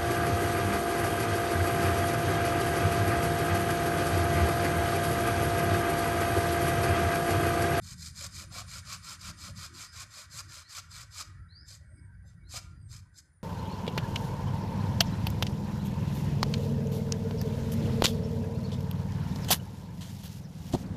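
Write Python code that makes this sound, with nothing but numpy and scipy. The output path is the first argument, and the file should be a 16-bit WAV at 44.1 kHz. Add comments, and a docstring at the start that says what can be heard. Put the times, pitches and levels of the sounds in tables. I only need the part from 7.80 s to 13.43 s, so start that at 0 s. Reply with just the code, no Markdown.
"""Hand saw through a root

A hand saw cuts a thick root outdoors: quick push and return strokes, then a few hesitant ones.
The teeth hiss on the steel blade, tear rasping fibres and shake the root; earth banks echo faintly.
Wind rumbles low, a bird whistles upward, and insects, far-off calls and a faint tick fill the pauses."""
import sys
import numpy as np
from scipy import signal
from scipy.fft import rfft, irfft
from scipy.io import wavfile
from scipy.ndimage import uniform_filter1d, map_coordinates

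SR = 44100
rng = np.random.default_rng(int(sys.argv[2]) if len(sys.argv) > 2 else 0)


def put_to_file(sound):
    """Save the sound as 16-bit audio at rate SR, in the file named by the first command-line argument."""
    columns = np.atleast_2d(sound).T  # one column per channel
    safe = np.clip(columns, -1, 1)
    whole_steps = np.round(safe * 32767)
    wavfile.write(sys.argv[1], SR, whole_steps.astype(np.int16))


N = 248283
TIME = np.arange(N) / SR
FREQS = np.fft.rfftfreq(N, 1 / SR)

# Tone of still air. Each row: frequency in Hz, relative level in dB.
AIR_SPECTRUM = [(100, -11.5), (450, 4), (750, 0.5), (1000, 2.5), (2000, 5), (2350, -6.5), (2700, -10.5),
                (8000, -10.5), (10000, 0.5), (11000, -22), (15000, -22)]
# Distant chorus of small animals. Each row: pitch in Hz, width in Hz, relative level in dB.
CHORUS_BANDS = [(1422, 116, -79.5), (1549, 98, -78), (1750, 130, -79.5), (1918, 71, -78), (2224, 90, -86.5),
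                (4860, 280, -89.5), (9400, 440, -92)]
# The chorus swells and fades. Each row: time in seconds, gain in dB.
CHORUS_SWELL = [(0, 3), (1, 7.5), (2.5, 7.5), (3.7, 3.5), (4.2, -1.5), (4.7, -1.5), (5.1, -9), (5.6, -12)]
# Two chirring insects. Each row: pitch in Hz, width in Hz, relative level in dB.
INSECT_BANDS = [(9020, 59, -74.5), (9590, 70, -75)]
# The insects swell and fade. Each row: time in seconds, gain in dB.
INSECT_SWELL = [(0, -1), (.6, 4.5), (1.2, 2.5), (2.0, -1), (2.6, -18), (4.0, -24), (5.6, -11)]
# Thin far-off calls and one faint, short tick.
# Each row: centre and length in seconds, pitch and width in Hz, level in dB.
CALLS_AND_TICK = [(3.63, .14, 1340, 90, -66), (4.12, .06, 580, 90, -70), (4.17, .28, 8500, 350, -72),
                  (4.18, .12, 10200, 180, -80), (4.19, .05, 4950, 400, -75), (4.21, .17, 2220, 70, -74),
                  (4.27, .17, 965, 70, -76), (4.3, .45, 1570, 80, -71), (4.63, .07, 2220, 70, -72),
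                  (4.92, .18, 1377, 35, -68), (4.98, .2, 4810, 90, -78), (5.07, .17, 8450, 300, -71),
                  (5.26, .09, 1000, 120, -77), (5.3, .6, 1530, 90, -75), (5.56, .12, 9500, 140, -78)]

# Tone of the wind's rumble. Each row: frequency in Hz, relative level in dB.
RUMBLE_SPECTRUM = [(8, -50), (20, -29), (33, -20.5), (50, -2), (70, 1.5), (88, 6), (110, 1), (150, -7),
                   (200, -19), (240, -32), (310, -40), (420, -43), (700, -50), (1500, -64)]
# Strength of the wind. Each row: time in seconds, relative level in dB.
GUSTS = [(0.0, -48), (1.05, -48), (1.35, -56), (1.5, -46), (1.57, -54), (1.72, -45), (2.1, -60),
         (2.17, -49), (2.39, -64), (2.54, -51), (2.69, -50), (2.92, -65), (2.99, -55), (3.22, -50),
         (3.37, -55), (3.59, -45), (3.74, -54), (4.34, -48), (4.49, -50), (5.16, -45), (5.39, -63),
         (5.61, -63)]
# Swell of the upper rumble. 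Each row: time in seconds, relative level in dB.
UPPER_RUMBLE_SWELL = [(0.0, -46), (0.37, -52), (0.97, -52.5), (1.35, -57), (1.5, -41), (1.57, -55),
                      (1.8, -42.5), (1.87, -58.5), (2.1, -62.5), (2.62, -62.5), (2.92, -76), (2.99, -62),
                      (3.29, -76), (3.67, -58), (3.74, -66), (4.19, -74), (4.34, -56), (4.56, -63),
                      (5.01, -63.5), (5.61, -69.5)]
# Swell of the soft lumps above the rumble. Each row: time in seconds, relative level in dB.
LUMP_SWELL = [(0.0, -76), (0.75, -65.5), (0.9, -96), (1.2, -79), (1.27, -67.5), (1.95, -65), (2.17, -85),
              (2.69, -69.5), (2.84, -80), (3.37, -80), (3.59, -71), (3.67, -87), (3.82, -73), (3.97, -88),
              (4.19, -70.5), (4.49, -90), (4.71, -66.5), (5.61, -83)]
# Bird whistles. Each row: start and length in seconds, first and last pitch in Hz, relative level in dB.
WHISTLES = [(1.984, 0.17, 3660, 5460, -57), (2.824, 0.135, 3640, 5026, -53.5),
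            (3.685, 0.17, 3634, 5385, -54), (4.631, 0.18, 3546, 5150, -64)]
# Echo of the banks. Each row: frequency in Hz, seconds to die away by 60 dB.
BANK_DECAY = [(300, 0.04), (1400, 0.62), (4000, 0.35), (8000, 0.33), (14000, 0.29)]

# Saw strokes, light returns and deep cuts in turn. Each row: start and length in seconds, relative
# blade hiss and wood bite in dB, where in the stroke the teeth dig deepest (0-1), size of the dig in dB.
STROKES = [ (.006, 0.15, -51.5, -59.5, 0.85, 5.5), (0.163, 0.16, -48, -63, 0.72, 2.5),
           (0.333, 0.15, -46, -52, 0.86, 6.5), (.503, .16, -48, -53.5, 0.61, 2.5),
           (0.695, .14, -48.5, -48, 0.68, 6), (0.859, 0.16, -47, -49, 0.53, -1),
           (1.034, 0.15, -47.5, -48, 0.71, 5.5), (1.212, .16, -48, -47.5, 0.63, 1),
           (1.384, .14, -48, -48, 0.82, 5), (1.561, 0.16, -49, -50, 0.68, 1),
           (1.741, 0.15, -49, -49, 0.75, 3.5), (1.916, 0.17, -49.5, -50.5, 0.64, 2.5),
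           (2.112, .14, -49.5, -50, 0.85, 5), (2.288, 0.18, -51, -53, 0.61, 2.5),
           (2.493, 0.13, -48, -53.5, 0.87, 9), (2.671, 0.17, -50, -51, 0.66, -1),
           (2.874, 0.14, -48.5, -52.5, 0.85, 9.5), (3.087, 0.17, -50, -51.5, .8, 0.5),
           (3.299, 0.14, -50, -54.5, 0.85, 11.5), (3.855, .13, -54, -65, 0.27, 2),
           (4.449, 0.11, -77, -74, 0.31, -2), (4.683, .124, -48, -54.5, 0.75, 9.5),
           (5.082, 0.13, -55.5, -63.5, 0.39, 3), (5.332, .084, -70, -97, 0.77, 17.5)]
# The blade snags and jolts the root. Each row: start in seconds, level in dB.
JOLTS = [(.405, -55.5), (.44, -55.5), (.61, -59), (.715, -63), (.755, -54), (.79, -56), (.955, -61.5),
         (1.075, -62), (1.255, -81), (1.32, -75), (1.49, -59), (1.68, -57.5), (1.99, -57.5), (2.03, -66),
         (2.14, -64), (2.22, -55.5), (2.36, -59.5), (2.4, -66), (2.535, -64), (2.595, -64), (2.76, -74),
         (2.97, -70), (3.23, -66), (3.37, -70), (3.4, -58.5), (3.905, -63.5), (4.01, -67), (4.435, -66),
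         (4.738, -52), (4.772, -62)]
# Body resonances of the root. Each row: frequency in Hz, width in Hz, relative level in dB.
ROOT_MODES = [(187, 64, 4.5), (295, 140, 3.5), (513, 380, -15.5), (544, 102, 10), (724, 146, 1),
              (772, 59, 0)]
# The root's hollow note shifts as the cut opens. Each row: time in seconds, pitch in Hz.
HOLLOW_NOTE = [(0, 593), (.45, 592), (.75, 730), (.85, 726), (1.05, 608), (1.7, 610), (2.2, 525),
               (2.4, 690), (3.0, 603), (3.9, 583), (4.75, 723), (5.6, 614)]
# Tone of the fibres under the teeth. Each row: frequency in Hz, relative level in dB.
FIBRE_SPECTRUM = [(300, -26), (700, -10.5), (870, -10.5), (1100, 5.5), (1380, 6.5), (1750, -11), (2050, -8),
                  (2330, 1), (2650, -5), (3100, -4.5), (5000, -1), (9000, -16.5), (15000, -25)]
# Tone of the saw's hiss. Each row: frequency in Hz, relative level in dB.
HISS_SPECTRUM = [(400, -45.5), (1000, -21), (1500, -5), (2400, -3.5), (2900, -13), (4100, -2), (5000, -1.5),
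                 (7600, -3), (8900, -4.5), (9250, -26), (10000, -17.5), (10500, -4.5), (13000, -14),
                 (15500, -28)]
# Resonances of the blade. Each row: frequency in Hz, width in Hz, lift in dB.
BLADE_MODES = [(2357, 230, 7), (3090, 120, 8.9), (4250, 310, 4.2), (4822, 330, 6.7), (5134, 170, 7.9),
               (5360, 44, 1.5), (6160, 240, 6.5), (6870, 610, 5.6), (7506, 310, 6.7), (7860, 340, 2.6),
               (8250, 240, 5.9), (8790, 44, 5.2), (10130, 570, 1.3)]
# Ring of the blade while loose in the cut. Each row: frequency in Hz, width in Hz, relative level in dB.
LOOSE_MODES = [(3650, 170, -8.5), (4150, 82, -7.5), (4950, 110, -2.5), (6180, 300, -3.5), (7400, 290, -0.5),
               (8660, 65, -15.5), (11300, 500, -10.5)]


def gain_of(db):
    """Decibels to amplitude."""
    return 10 ** (np.asarray(db) / 20)


def unit_rms(x):
    """Scales to rms 1."""
    return x / np.sqrt(np.mean(x ** 2) + 1e-20)


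def fader(curve, extra_db=0):
    """Gain over time along a curve of (seconds, dB)."""
    return gain_of(np.interp(TIME, *np.transpose(curve)) + extra_db)


def value_at(points, hz):
    """Reads a table on a log-frequency axis."""
    point_hz, value = np.transpose(points)
    return np.interp(np.log(hz + 1), np.log(point_hz + 1), value)


def colour(x, db):
    """Minimum-phase EQ with the curve db over FREQS; the result has rms 1."""
    cepstrum = irfft(np.log(gain_of(np.maximum(db, db.max() - 100))), N)
    cepstrum[1:N // 2] *= 2
    cepstrum[N // 2:] = 0
    return unit_rms(irfft(rfft(x) * np.exp(rfft(cepstrum)), N))


def bell(hz, width):
    """A bell curve over FREQS, one half at the ends of its width."""
    return .5 ** ((2 * (FREQS - hz) / width) ** 2)


def noise_band(hz, width):
    """A fuzzy tone of narrow noise, rms 1."""
    return unit_rms(irfft(rfft(rng.standard_normal(N)) * bell(hz, width * np.sqrt(2)), N))


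def drift(rate_hz):
    """A random wobble up to about rate_hz, rms 1."""
    return noise_band(0, 2 * rate_hz)


def resonate(x, hz, width):
    """A resonance of gain 1 that follows the pitch curve hz."""
    turn = np.exp(2j * np.pi * np.cumsum(hz) / SR)
    pole = np.exp(-np.pi * width / SR)
    return 2 * (turn * signal.lfilter([1 - pole], [1, -pole], x / turn)).real


def calls_and_tick():
    """Thin far-off calls and one faint, short tick: noise bands that each swell and fade once."""
    layer = np.zeros(N)
    for centre, length, hz, width, db in CALLS_AND_TICK:
        swell = np.cos(np.pi * np.clip((TIME - centre) / length, -.5, .5))
        tone = swell * noise_band(hz, width)
        layer += gain_of(db) * tone * np.linalg.norm(swell) / np.linalg.norm(tone)
    return layer


def animals(bands, flicker_db, flicker_hz):
    """Small animals chirr as narrow bands of noise, each flickering on its own."""
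    return sum(gain_of(db + flicker_db * drift(flicker_hz)) * noise_band(hz, width)
               for hz, width, db in bands)


def countryside(air_db=-77):
    """The ambience bed: still air, a wavering chorus, insects, far-off calls and a tick."""
    air = gain_of(air_db) * colour(rng.standard_normal(N), value_at(AIR_SPECTRUM, FREQS))
    chorus = animals(CHORUS_BANDS, flicker_db=3.5, flicker_hz=15) * fader(CHORUS_SWELL)
    insects = animals(INSECT_BANDS, flicker_db=2, flicker_hz=9) * fader(INSECT_SWELL)
    return air + chorus + insects + calls_and_tick()


def wind(steadiness=.85, lumpiness_db=4):
    """A low rumble that follows the gusts, with soft lumps above it."""
    noise = colour(rng.standard_normal(N), value_at(RUMBLE_SPECTRUM, FREQS))
    power = uniform_filter1d(noise ** 2, size=5000)
    steadied = unit_rms(noise / power ** (steadiness / 2))  # compressed, so the gusts set the level
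    rumble = steadied * fader(GUSTS, extra_db=-1)
    upper = noise_band(161, 66) * fader(UPPER_RUMBLE_SWELL, extra_db=-7)
    lumps = noise_band(295.3, 86) * fader(LUMP_SWELL, extra_db=-3)
    unevenness = gain_of(lumpiness_db * np.clip(drift(5.7), -2, 2))
    return rumble + upper + lumps * unevenness


def bank_echo(x, delay_s, echoes_per_s=3000):
    """Scattered echoes from earth and bushes, each band dying at its own speed."""
    taps = rng.standard_normal(SR) * (rng.random(SR) < echoes_per_s / SR) * (TIME[:SR] > delay_s)
    hz, t, cells = signal.stft(taps, SR, nperseg=256)
    decay = gain_of(-60 * t / value_at(BANK_DECAY, hz)[:, None])
    tail = signal.istft(cells * decay, SR, nperseg=256)[1]
    return signal.fftconvolve(x, tail / np.linalg.norm(tail))[:N]


def bird(arch=.65, waver=0.0072, flutter_db=3):
    """Fluttering whistles that climb fast at first, then more slowly."""
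    song = np.zeros(N)
    wobble = 1 + waver * drift(263)
    for start, length, first_hz, last_hz, db in WHISTLES:
        progress = np.clip((TIME - start) / length, 0, 1)
        hz = (first_hz + (last_hz - first_hz) * progress ** arch) * wobble
        swell = np.sin(np.pi * progress ** 0.96)
        song += gain_of(db) * swell * np.sin(2 * np.pi * np.cumsum(hz) / SR)
    return song * unit_rms(gain_of(flutter_db * drift(60)))


def loose_blade(touch_db=-58, peak_s=0.037, width_s=0.026, follow=0.29):
    """As each stroke sets off, the still loose blade rings thinly in its own resonances."""
    ring = unit_rms(sum(gain_of(db) * noise_band(hz, width) for hz, width, db in LOOSE_MODES))
    typical_db = np.median([row[2] for row in STROKES])
    touch = np.zeros(N)
    for start, _, hiss_db, *_ in STROKES:
        swell = np.exp(-((TIME - start - peak_s) / width_s) ** 2)
        touch += gain_of(touch_db + follow * (hiss_db - typical_db)) * swell
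    return ring * touch


def arm(late_peak=1.157, cruise=0.73, dig_in_s=0.03, let_go_s=0.023, lean_db=4):
    """Stroke progress (0-1) and three envelopes: the blade speeds up, digs in once and stops."""
    progress, hiss, bite, shudder = np.zeros((4, N))
    for start, length, hiss_db, bite_db, deepest, dig_db in STROKES:
        now = (TIME > start) & (TIME < start + length)
        along = (TIME[now] - start) / length
        swing = along ** late_peak  # the arm gathers speed slowly
        speed = np.tanh(cruise * np.sin(np.pi * swing)) / np.tanh(cruise)
        speed **= np.where(swing < .5, 1, .8)  # and stops short
        past_dig_s = (along - deepest) * length
        dig = dig_db * np.exp(-(past_dig_s / np.where(past_dig_s < 0, dig_in_s, let_go_s)) ** 2)
        wood_db = bite_db + lean_db * (along - .5)  # the arm leans in as the stroke goes on
        progress[now] = along
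        # each layer grows as a power of speed; the fibres answer a dig more than the steel does
        hiss[now] += gain_of(hiss_db + dig) * speed ** 1.32
        bite[now] += gain_of(wood_db + 1.22 * dig) * speed ** 0.97
        shudder[now] += gain_of(wood_db - 27 + 0.65 * dig) * speed ** 0.53
    return progress, hiss, bite, shudder


def jolts(rise_s=0.005, fade_s=0.024):
    """The envelope of the snags: each jolts the root quickly and dies away."""
    envelope, t = np.zeros(N), TIME[:SR // 2]
    shape = np.minimum(t / rise_s, 1) * np.exp(-np.maximum(t - rise_s, 0) / fade_s)
    for start, db in JOLTS:
        part = envelope[round(start * SR):][:len(t)]
        part += gain_of(db) * shape[:len(part)]
    return envelope


def root(torn, judder_db=2, note_width_hz=110, note_share=0.83):
    """The heavy root answers the tearing unevenly, with one hollow note over its body."""
    body = sum(gain_of(db) / (1 + (1.73 * (FREQS - hz) / width) ** 2) ** 2
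               for hz, width, db in ROOT_MODES)
    push = torn * gain_of(judder_db * drift(52.5))
    note_hz = np.interp(TIME, *np.transpose(HOLLOW_NOTE))
    note = resonate(push, note_hz, note_width_hz)
    note = unit_rms(resonate(note, note_hz, note_width_hz))  # a second pass narrows the note
    return unit_rms(colour(push, 20 * np.log10(body)) + note_share * note)


def tearing(teeth, spread_db, grip, snaps_per_s, snap_share):
    """Each tooth scrapes a burst of its own size, fading over grip tooth gaps; single fibres snap."""
    sizes = gain_of(spread_db * np.clip(rng.standard_normal(N), -2, 2))[teeth.astype(int)]
    scrape = sizes * np.exp(-(teeth % 1) / grip) * rng.standard_normal(N)
    snaps = rng.uniform(-0.9, 1, N) * (rng.random(N) < snaps_per_s / SR)
    return unit_rms(unit_rms(scrape) + snap_share * unit_rms(snaps))


def blade_reflections(x, speed, short_trip_s=.0026, long_trip_s=.005, wander_s=.0007725):
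    """Waves run along the steel and bounce off the cut, whose place on the blade keeps moving."""
    shift_s = wander_s * np.tanh(drift(3.96)) * speed
    near = map_coordinates(x, [np.arange(N) - (short_trip_s + shift_s) * SR], order=3)
    far = map_coordinates(x, [np.arange(N) - (long_trip_s - shift_s) * SR], order=3)
    return unit_rms(x + 0.39 * near - 0.48 * far)


def steel(scrape, progress, pressure, scoop_db=-13, free_ring=1.09, first_hz=5600, last_hz=2300):
    """A skimming blade rings freely; pressed into the cut it is damped and sounds fuller."""
    tone_db = value_at(HISS_SPECTRUM, FREQS)
    modes_db = sum(db * bell(hz, width) for hz, width, db in BLADE_MODES)
    skimming = colour(scrape, tone_db + free_ring * modes_db + scoop_db * bell(2620, 1000))
    pressed = colour(scrape, tone_db + modes_db)
    ring = skimming + pressure * (pressed - skimming)
    # one broad resonance falls as the blade slides through the cut
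    glide_hz = first_hz * (last_hz / first_hz) ** progress
    return unit_rms(ring + resonate(ring, glide_hz, width=600))


def saw(hiss_gain_db=2, bite_gain_db=-2, catch_db=1.16):
    """Teeth pass faster in mid-stroke and excite the steel, the fibres and the root."""
    progress, hiss, bite, shudder = arm()
    speed = np.sin(np.pi * progress)
    pressure = np.minimum(np.sqrt(bite / (hiss + 1e-9)), 1) * speed ** 2
    tooth_hz = (120 + 480 * speed) * np.exp(0.17 * drift(80))
    teeth = np.cumsum(tooth_hz) / SR  # count of teeth gone by
    scrape = tearing(teeth, spread_db=2.9, grip=2.7, snaps_per_s=600, snap_share=0.065)
    scrape = blade_reflections(scrape, speed)
    torn = tearing(teeth, spread_db=1.5, grip=0.42, snaps_per_s=400, snap_share=0.54)
    blade = gain_of(hiss_gain_db) * hiss * steel(scrape, progress, pressure)
    rasp = colour(blade_reflections(torn, speed), value_at(FIBRE_SPECTRUM, FREQS))
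    fibres = gain_of(bite_gain_db) * bite * rasp
    catching = unit_rms(gain_of(catch_db * np.tanh(drift(130))))  # the blade catches and slips
    return catching * (blade + fibres) + (shudder + jolts()) * root(torn)


def scene(saw_echo_db=-15, bird_echo_db=-3, bird_direct_db=-2):
    """The mono mix: the near saw, the farther bird, their echoes and the background."""
    cut = saw() + loose_blade()
    song = bird()
    echo = gain_of(saw_echo_db) * bank_echo(cut, delay_s=0.022)
    echo += gain_of(bird_echo_db) * bank_echo(song, delay_s=0.0016)
    return (cut + gain_of(bird_direct_db) * song + echo + wind() + countryside())[None]


def suppress_noise(x, threshold_db=-104, depth_db=-5):
    """A mild noise suppressor turns down the weak cells of the short-time spectrum."""
    cells = signal.stft(x, SR, nperseg=1024, noverlap=768)[2]
    power = uniform_filter1d(abs(cells) ** 2, size=3, axis=-1)
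    weakness = 1 / (1 + abs(power) / gain_of(threshold_db) ** 2)
    return signal.istft(cells * gain_of(depth_db * weakness), SR, nperseg=1024, noverlap=768)[1][:, :N]


def record(dry):
    """Noise suppression, then a steep cut of the highest treble."""
    lowpass = signal.firwin(511, cutoff=15600, window=("kaiser", 9), fs=SR)
    return signal.oaconvolve(suppress_noise(dry), lowpass[None], "same")


dry = scene()
out = record(dry)
put_to_file(out)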